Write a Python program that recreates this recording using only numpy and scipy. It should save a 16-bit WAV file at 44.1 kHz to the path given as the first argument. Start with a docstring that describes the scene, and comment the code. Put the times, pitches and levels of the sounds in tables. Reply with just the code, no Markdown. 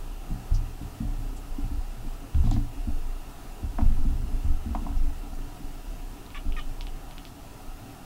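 """Throughout, the hum of the house, microphone hiss and a thin high whine lie under a low floor sway.
From the start someone moves about nearby: thumps ring the boards' modes, a few bursts of noise rustle,
then hollow knocks join in, each a noisy crack and a set of ringing modes.
Late on, a cat chatters: jaw snaps (short clicks with a mouth ring), then two short rough mews, each with a
throat pop at its start (fold pulses and breath through resonances), then snaps; a faint thump ends it."""
import sys
import numpy as np
from scipy import signal
from scipy.io import wavfile
from scipy.ndimage import uniform_filter1d

SR = 44100
rng = np.random.default_rng(int(sys.argv[2]) if len(sys.argv) > 2 else 0)


def inscribe(sig):
    """Save sig as 16-bit PCM at rate SR to the path in sys.argv[1].

    A 1-D sig is mono; a 2-D sig holds one channel per row.
    Samples are clipped to [-1, 1] before scaling.
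    """
    pcm = np.round(np.clip(np.atleast_2d(sig).T, -1, 1) * 32767)
    wavfile.write(sys.argv[1], SR, pcm.astype(np.int16))


N = 355093  # length in samples

# Broad colour of the steady bed. Each row: frequency in Hz, relative level in dB.
HUM_COLOUR = [(12, -37), (20, 8), (70, -4), (106, -3), (202, -10.5), (290, -9), (315, -16), (453, -15),
              (492, -20), (747, -18.5), (2150, -28), (2690, -28), (3090, -28), (15600, -33.5)]
# Resonances of the hum. Each row: centre in Hz, width in Hz, boost in dB.
HUM_RESONANCES = [(117, 8.2, 9), (283.9, 15.6, 10), (337, 98, 5), (414, 30, 6), (740, 343, 8),
                  (975, 29, 10.5), (1303, 346, 6), (1793, 400, 2.5), (2725, 640, 5.5)]
# Swells of the floor's sway. Each row: crest in seconds, rms level in dB, sway frequency in Hz, t60 in seconds.
SWAY_LURCHES = [(.02, -32.5, 32.5, 2.1), (.33, -27.5, 31, 0.27), (.545, -19, 29, 0.53),
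                (.76, -34, 29, 1.06), (1.09, -26, 32, 1.2), (1.28, -30, 32, 0.95), (1.53, -28, 25.4, 0.44),
                (1.64, -24.5, 26, 0.29), (1.765, -26.5, 27, 1.14), (2.075, -28, 27, 0.75),
                (2.385, -18.5, 24, .5), (2.495, -18, 24.3, .3), (2.599, -22, 24, 0.47),
                (2.81, -27.5, 28, 0.59), (2.94, -21.5, 19.4, 0.64), (3.07, -27.5, 26, 0.92),
                (3.5, -37, 26.5, 0.92), (3.65, -30, 34, 0.56), (3.799, -23, 26.5, .5),
                (3.875, -13, 20, 0.54), (4.01, -16, 21, 0.37), (4.095, -19.5, 26, .3),
                (4.185, -25.5, 26, 0.58), (4.35, -21, 29, .4), (4.51, -16, 20.6, 0.4),
                (4.77, -29, 31, 2.53), (4.98, -20.5, 25, 0.53), (5.04, -16.5, 19.5, 0.31),
                (5.22, -32.5, 26.5, 0.58), (5.38, -28, 25, 0.62), (5.66, -31, 25, 1.1), (5.9, -31, 30, .9),
                (6.04, -33, 31, 0.57), (6.39, -31.5, 26, 0.22), (6.5, -20.5, 23.5, 0.35),
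                (6.585, -27.5, 23.7, 0.44), (6.69, -26, 22.5, 0.3), (6.809, -31, 28, 1.6),
                (7.42, -44.5, 40, .8), (7.7, -32.5, 28, 0.31)]
# Ringing modes of the floorboards, low to high. Each row: frequency in Hz, relative level in dB, t60 in seconds.
FLOOR_MODES = [(46.2, -2, 0.33), (54.9, 3.5, 0.28), (70.16, -4.5, 0.75), (77, -9.5, 0.47), (95.2, 0, 0.32),
               (113.6, 1, 0.73), (139.4, -15.5, 0.45), (160, -2.5, 0.1), (179.4, -7.5, 0.48),
               (227.7, 2.5, 0.21), (248.2, -5.5, 0.24), (283.9, -1.5, 0.49), (322, -15, 0.051)]
# Thumps on the floor. Each row: start in seconds, peak of the high modes in dB (before damping), peak of the
# low modes in dB, peak of the middle modes in dB, favoured high mode in Hz, factor on the ring time.
FLOOR_THUMPS = [(0.302, -24.5, -27.5, -32, 180.8, 0.87), (0.509, -36.5, -17.5, -26, 190, 0.86),
                (0.81, -33, -31.5, -32, 180, 0.77), (1.001, -23, -27, -30, 213, 0.97),
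                (1.173, -40, -42, -36.5, 256, 0.93), (1.325, -41, -44, -56, 285, 1),
                (1.582, -28, -36, -39, 273, 0.4), (1.637, -35, -41, -32.5, 168.2, 0.6),
                (1.706, -29.5, -25, -48, 287, 0.9), (1.933, -38, -46, -57, 232, 0.63),
                (1.965, -41, -52.5, -37.5, 281, 0.72), (2.045, -34, -48, -55, 227.5, 0.76),
                (2.213, -39, -55, -47, 280, 1), (2.345, -29.5, -16, -26.5, 176.8, 0.94),
                (2.436, -20, -37, -20.5, 179, 1), (2.512, -21, -34, -21.5, 263, 0.64),
                (2.563, -22, -21.5, -26, 226, 0.62), (2.871, -23.5, -23, -47, 227, 0.58),
                (3.628, -31.5, -26.5, -37.5, 233, 0.79), (3.787, -21.5, -33, -49, 243, 0.7),
                (3.817, -27, -14, -27.5, 204.8, 0.78), (3.896, -28.5, -26, -43, 182, 1),
                (3.98, -33, -26, -46, 272, 0.9), (4.048, -24, -27, -28, 228, 0.74),
                (4.103, -32.5, -20.5, -35, 240.6, 0.89), (4.185, -42, -33, -32.5, 164.8, 0.82),
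                (4.228, -30, -23, -50, 166, 0.99), (4.317, -30.5, -35, -40.5, 167, 1),
                (4.443, -33, -19.5, -37, 226, 0.73), (4.493, -31, -33, -40, 218.3, 0.63),
                (4.657, -25.5, -25.5, -41.5, 227, 1), (4.706, -32, -30.5, -48, 215, 0.48),
                (4.754, -27.5, -49, -47, 230, 0.52), (4.818, -28.5, -32, -50, 222.5, 0.56),
                (4.854, -30, -45, -52, 221.8, 0.95), (4.89, -30, -28, -37, 229, 0.71),
                (4.959, -34, -25, -48, 204.6, 0.61), (5.033, -35.5, -27.5, -36.5, 291, 0.64),
                (5.233, -35.5, -50, -59, 290, 0.87), (5.319, -38.5, -32, -50, 269.3, 0.73),
                (5.364, -36.5, -46, -43, 167.4, 0.99), (5.601, -34.5, -44, -44, 270, 1),
                (6.204, -55, -54, -54, 280.2, 0.9), (6.45, -33, -29, -48, 291, 1),
                (6.657, -37, -42, -53, 300, 0.66), (6.699, -41, -48, -40, 168.5, 0.48),
                (7.801, -38, -46, -42, 178, 1)]
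# Rustles of cloth. Each row: start in seconds, level in dB before the fades, centre in Hz, width in Hz
# (of each of two passes), t60 in seconds.
CLOTH_RUSTLES = [(0.54, -40, 5500, 1800, 0.12), (1.362, -45.5, 7550, 3010, 0.099),
                 (2.345, -44, 2700, 1500, .03), (2.435, -46.5, 3512, 4040, 0.36),
                 (2.512, -34, 3380, 1500, 0.016), (2.5107, -33, 6000, 2500, 0.015),
                 (2.518, -42, 3870, 3500, 0.17), (3.809, -49, 2980, 2160, .1),
                 (4.749, -56, 3220, 1500, .02), (4.96, -53, 5460, 1510, 0.18), (5.33, -53, 5980, 3000, .2),
                 (6.812, -44, 5000, 1970, 0.071), (7.255, -51, 4500, 2990, .2)]
# Ringing modes of the hollow things. Each row: frequency in Hz, relative level in dB, t60 in seconds.
HOLLOW_MODES = [(700, -9, 0.14), (728.6, 3.5, 0.1), (833, -3, 0.048), (942, 0, 0.037), (1037, 3, 0.021),
                (1260, -8.5, 0.054), (1426, -22, 0.1), (2080, -11.5, 0.02)]
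# Hollow knocks. Each row: start in seconds, peak of the ring in dB (before damping), favoured mode in Hz,
# crack level against that peak in dB (before its fades).
HOLLOW_KNOCKS = [(2.345, -38.5, 733, -8), (2.437, -38, 751, -14), (2.471, -37, 746, -18),
                 (2.512, -31, 740, -16), (2.563, -34, 694, -10), (3.785, -24, 732, -14.5),
                 (3.809, -35, 740, -10.5), (4.749, -21.5, 729, -17), (4.8655, -30.5, 733, -26)]
# Reflections off near surfaces. Each row: delay in seconds, level in dB before each room's own offset.
NEAR_ECHOES = [(.0017, -15), (.0065, -8), (.008, -30), (0.0147, -11.5)]
# Steady throat resonances. Each row: centre in Hz, width in Hz (of each of two passes), level in dB.
THROAT_RESONANCES = [(1180, 350, 0), (3600, 900, -13), (5500, 2000, -24)]
# One table a mew, its points joined by straight lines. Each row: time in seconds, level in dB, pitch in Hz,
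# roughness from 0 to 1, mouth resonance in Hz.
MEW_CURVES = [
    [(6.344, -55, 680, .5, 2100), (6.348, -45, 630, 0.48, 2000), (6.354, -46, 577, 0.37, 1760),
     (6.362, -42, 570, 0.6, 2290), (6.376, -45, 570, 0.4, 1900), (6.39, -53, 567, 0.88, 2620),
     (6.403, -58, 560, 0.7, 2800)],
    [(6.565, -60, 692, 0.6, 2410), (6.569, -39, 640, 0.52, 2290), (6.578, -43, 614, 0.3, 1750),
     (6.591, -40, 598, 0.25, 1700), (6.6, -41.5, 597, 0.34, 2870), (6.608, -51, 615, .65, 2740),
     (6.616, -62, 624, 0.42, 2810)],
]
# Clicks of the cat: jaw snaps, and a throat pop at the start of each mew. Each row: time in seconds,
# click peak in dB, click frequency in Hz, cycles from the click's centre to 1/e, start of the mouth's ring
# against the click in dB.
CAT_CLICKS = [(6.2633, -43, 3930, 2.8, -30), (6.304, -35.5, 3300, 0.6, -18), (6.346, -31, 2300, 0.95, -30),
              (6.5225, -32.5, 2776, 0.98, -17), (6.5658, -33, 2260, 1.4, -30),
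              (6.596, -29, 2960, 0.47, -13), (6.8092, -23.5, 3540, 0.58, -21),
              (6.8687, -27, 2997, 0.52, -30), (7.1098, -33.5, 3200, 0.54, -17),
              (7.181, -27.5, 3180, 0.52, -31), (7.2514, -28.5, 3540, 0.53, -21)]

HUM_DB = -42.5  # rms of the hum and hiss
WHINE_HZ, WHINE_DB = 15734, -82  # rms of a thin steady tone at the top
LURCH_RISE_S = .035  # swell to each crest
STILL_DB, STILL_HZ = -56, 29.29  # the faint sway that never stops
CRACK_HZ, CRACK_WIDTH_HZ, CRACK_T60_S = 1400, 1270, 0.037
EDGE_HZ = 15775  # top of the band


def gain_of(db):
    """Decibels to amplitude."""
    return 10 ** (np.asarray(db) / 20)


def evened(x):
    """Scales to rms 1."""
    return x / np.sqrt(np.mean(x ** 2) + 1e-20)


def add(mix, start_s, sound):
    """Mixes a sound in at its start time, cut at the end of the mix."""
    part = mix[round(start_s * SR):][:len(sound)]
    part += sound[:len(part)]


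def resonate(x, hz, width):
    """A resonance of gain 1: shifts hz down to zero, smooths with one pole, and shifts back."""
    turn = np.exp(2j * np.pi * np.cumsum(hz * np.ones(len(x))) / SR)
    pole = np.exp(-np.pi * width / SR)
    smoothed = signal.lfilter([1 - pole], [1, -pole], x / turn)
    return 2 * (turn * smoothed).real


def resonate_twice(x, hz, width):
    """Two passes of one resonance, for steeper skirts."""
    return resonate(resonate(x, hz, width), hz, width)


def ring(modes, rise_s, favoured_hz=1, slope_db=0, lasting=1, quicker=0):
    """One blow on decaying modes, peak 1: levels fall by slope_db per octave off the favoured one."""
    t = np.arange(SR // 2) / SR
    out = np.zeros(len(t))
    for (hz, db, t60), (strength, phase) in zip(modes, rng.random((len(modes), 2))):
        octaves_off = abs(np.log2(hz / favoured_hz))
        start_db = db - slope_db * octaves_off + 6.8 * (strength - .5)  # no two blows alike
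        rise_rate = (hz / modes[0][0]) ** quicker / rise_s  # higher modes rise sooner if quicker > 0
        rise = (1 - np.exp(-t * rise_rate)) ** 2
        out += gain_of(start_db - 60 * t / (t60 * lasting)) * rise * np.sin(2 * np.pi * (hz * t + 0.5 * phase))
    return out / abs(out).max()


def damping(after_s, drop_db):
    """Free ringing at first, then a smooth drop as the struck thing is held."""
    t = np.arange(SR // 2) / SR
    held = 1 / (1 + np.exp(-(t - after_s) / (0.06 * after_s)))
    return gain_of(-drop_db * held)


def room(x, t60, wet_db, echo_db, hz, width):
    """Adds early echoes and a short tail of sparse random-sign taps, coloured by one resonance."""
    taps = np.zeros(SR // 4)
    at = np.arange(300, len(taps) - 20, 20)
    spots = at + rng.integers(0, 20, len(at))
    taps[spots] = rng.choice([-1., 1.], len(at)) * gain_of(-60 * at / SR / t60)
    taps *= gain_of(wet_db) / np.linalg.norm(taps)
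    for delay_s, db in NEAR_ECHOES:
        taps[round(delay_s * SR)] += gain_of(db + echo_db)
    return x + signal.oaconvolve(x, resonate_twice(taps, hz, width))[:N]


def hum():
    """House hum in broad resonances and microphone hiss, as slightly patchy shaped noise, plus the whine."""
    frames, hz = N // 512 + 5, np.fft.rfftfreq(2048, 1 / SR)
    real, imaginary, patches = rng.standard_normal((frames, 1025, 3)).T
    patches = evened(uniform_filter1d(uniform_filter1d(patches, 10, 0), 8, 1))
    swell = evened(uniform_filter1d(rng.standard_normal(frames), 9))  # the whole bed wavers a little
    colour_hz, colour_db = np.transpose(HUM_COLOUR)
    shape_db = np.interp(np.log(hz + 1), np.log(colour_hz + 1), colour_db)
    for centre, width, db in HUM_RESONANCES:
        shape_db += db / (1 + (2 * (hz - centre) / width) ** 2) ** 2
    patchy_db = 1.26 / (1 + hz / 15000.0)  # more patchy low down than in the hiss
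    level_db = shape_db[:, None] + patchy_db[:, None] * patches + .35 * swell
    spectrum = (real + 1j * imaginary) * gain_of(level_db)
    noise = evened(signal.istft(spectrum, nperseg=2048, noverlap=1536)[1][:N])
    whine = np.sqrt(2) * gain_of(WHINE_DB) * np.sin(2 * np.pi * WHINE_HZ * np.arange(N) / SR)
    return gain_of(HUM_DB) * noise + whine


def sway():
    """A low wobbling tone: lurches add up in power, and the stronger ones weigh most on its frequency."""
    t = np.arange(0, N + 64, 64) / SR
    crest_s, level_db, hz, t60 = np.transpose(SWAY_LURCHES)[:, :, None]
    early, late = np.minimum(t - crest_s, 0), np.maximum(t - crest_s, 0)
    swell = np.exp(-2 * (early / LURCH_RISE_S) ** 2)
    power = gain_of(level_db - 60 * late / t60) ** 2 * swell
    still_power = gain_of(STILL_DB) ** 2
    total = power.sum(0) + still_power
    speed_hz = ((power * hz).sum(0) + still_power * STILL_HZ) / total
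    level, speed_hz = (np.interp(np.arange(N) / SR, t, c) for c in (np.sqrt(2 * total), speed_hz))
    wobble = evened(uniform_filter1d(uniform_filter1d(rng.standard_normal(N), 900), 900))
    angle = 2 * np.pi * np.cumsum(speed_hz * (1 + 0.122 * wobble)) / SR
    return level * (np.sin(angle) + 0.14 * np.sin(2 * angle + 1))


def floor():
    """The sway, and thumps that ring the boards' low, middle and high modes, the high ones soon damped."""
    out = sway()
    lows, middles, highs = FLOOR_MODES[:4], FLOOR_MODES[4:7], FLOOR_MODES[7:]
    held = damping(0.0098, 4.2)
    for s, high_db, low_db, middle_db, high_hz, lasting in FLOOR_THUMPS:
        low = gain_of(low_db) * ring(lows, 0.0061, lasting=lasting)
        middle = gain_of(middle_db) * ring(middles, 0.0043, lasting=lasting)
        high = gain_of(high_db) * held * ring(highs, 0.0044, high_hz, slope_db=12.0, lasting=lasting)
        add(out, s, low + middle + high)
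    return out


def rustles():
    """Brief rustles of cloth: grainy noise through a resonance, rising fast and dying away."""
    out, t = np.zeros(N), np.arange(SR // 4) / SR
    for s, level_db, hz, width, t60 in CLOTH_RUSTLES:
        grains = rng.standard_normal(len(t)) * rng.exponential(1, len(t)) ** 0.33
        noise = evened(resonate_twice(grains, hz, width))
        rise = 1 - np.exp(-t / (0.068 * t60))
        add(out, s, noise * gain_of(level_db - 60 * t / t60) * rise)
    return out


def knocks():
    """Small hollow things struck: a short noisy crack over the soon-damped ring of their modes."""
    out, held, t = np.zeros(N), damping(.0125, 17), np.arange(SR // 10) / SR
    for s, peak_db, hz, crack_db in HOLLOW_KNOCKS:
        add(out, s, gain_of(peak_db) * held * ring(HOLLOW_MODES, 0.002, hz, slope_db=5.0, quicker=4.6))
        crack = evened(resonate_twice(rng.standard_normal(len(t)), CRACK_HZ, CRACK_WIDTH_HZ))
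        rise = np.minimum(t / 0.0018, 1)
        add(out, s, gain_of(peak_db + crack_db - 60 * t / CRACK_T60_S) * rise * crack)
    return out


def mew(rows):
    """Vocal fold pulses and puffs of air in step with them pass a throat and a moving mouth."""
    s, *columns = np.transpose(rows)
    t = np.arange(s[0], s[-1], 1 / SR)
    level_db, hz, rough, mouth_hz = (np.interp(t, s, c) for c in columns)
    rough = np.clip(rough, 0, 1)
    jitter = .33 * uniform_filter1d(rng.standard_normal(len(hz)), 80)
    turns = np.cumsum(hz * (1 + jitter)) / SR
    folds = evened(sum(np.cos(2 * np.pi * k * turns) for k in range(1, 12)))
    puffs = evened((.3 + np.exp(-(turns % 1) / 0.27)) * rng.standard_normal(len(hz)))
    puffs = puffs - resonate(puffs, 1100.0, 1093.0)  # thin the air around 1100 Hz
    drive = (1 - rough) * folds + rough * puffs
    voice = gain_of(-3.0) * resonate(resonate(drive, mouth_hz, 1100.0), mouth_hz, 1040.0)
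    for throat_hz, width, db in THROAT_RESONANCES:
        voice -= gain_of(db) * resonate_twice(drive, throat_hz, width)
    return s[0], gain_of(level_db) * evened(voice)


def cat():
    """Mews, throat pops and jaw snaps: each pop or snap is a brief click, and the mouth rings after it."""
    out, t = np.zeros(N), np.arange(-40, 600) / SR
    for rows in MEW_CURVES:
        add(out, *mew(rows))
    for s, peak_db, hz, cycles, ring_db in CAT_CLICKS:
        click = -np.cos(2 * np.pi * hz * t) * np.exp(-(t * hz / cycles) ** 2)
        after = np.sin(2 * np.pi * 2173.0 * t) * gain_of(ring_db - 60 * t / 0.017) * (t > 0)
        add(out, s, gain_of(peak_db) * (click + after))
    return out


def scene():
    """All sources together, the cat and the knocks each in a room of their own colour."""
    near = room(cat(), t60=.17, wet_db=-3, echo_db=5, hz=3000, width=900)
    far = room(knocks(), t60=0.24, wet_db=-10.5, echo_db=-20.0, hz=1010.0, width=1600.0)
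    return (near + far + rustles() + floor() + hum())[None]


def record(dry):
    """The band limit: a steep low-pass at the top edge."""
    low_pass = signal.firwin(2047, EDGE_HZ, window=("kaiser", 9), fs=SR)
    return signal.oaconvolve(dry, low_pass[None], "same")


dry = scene()
out = record(dry)
inscribe(out)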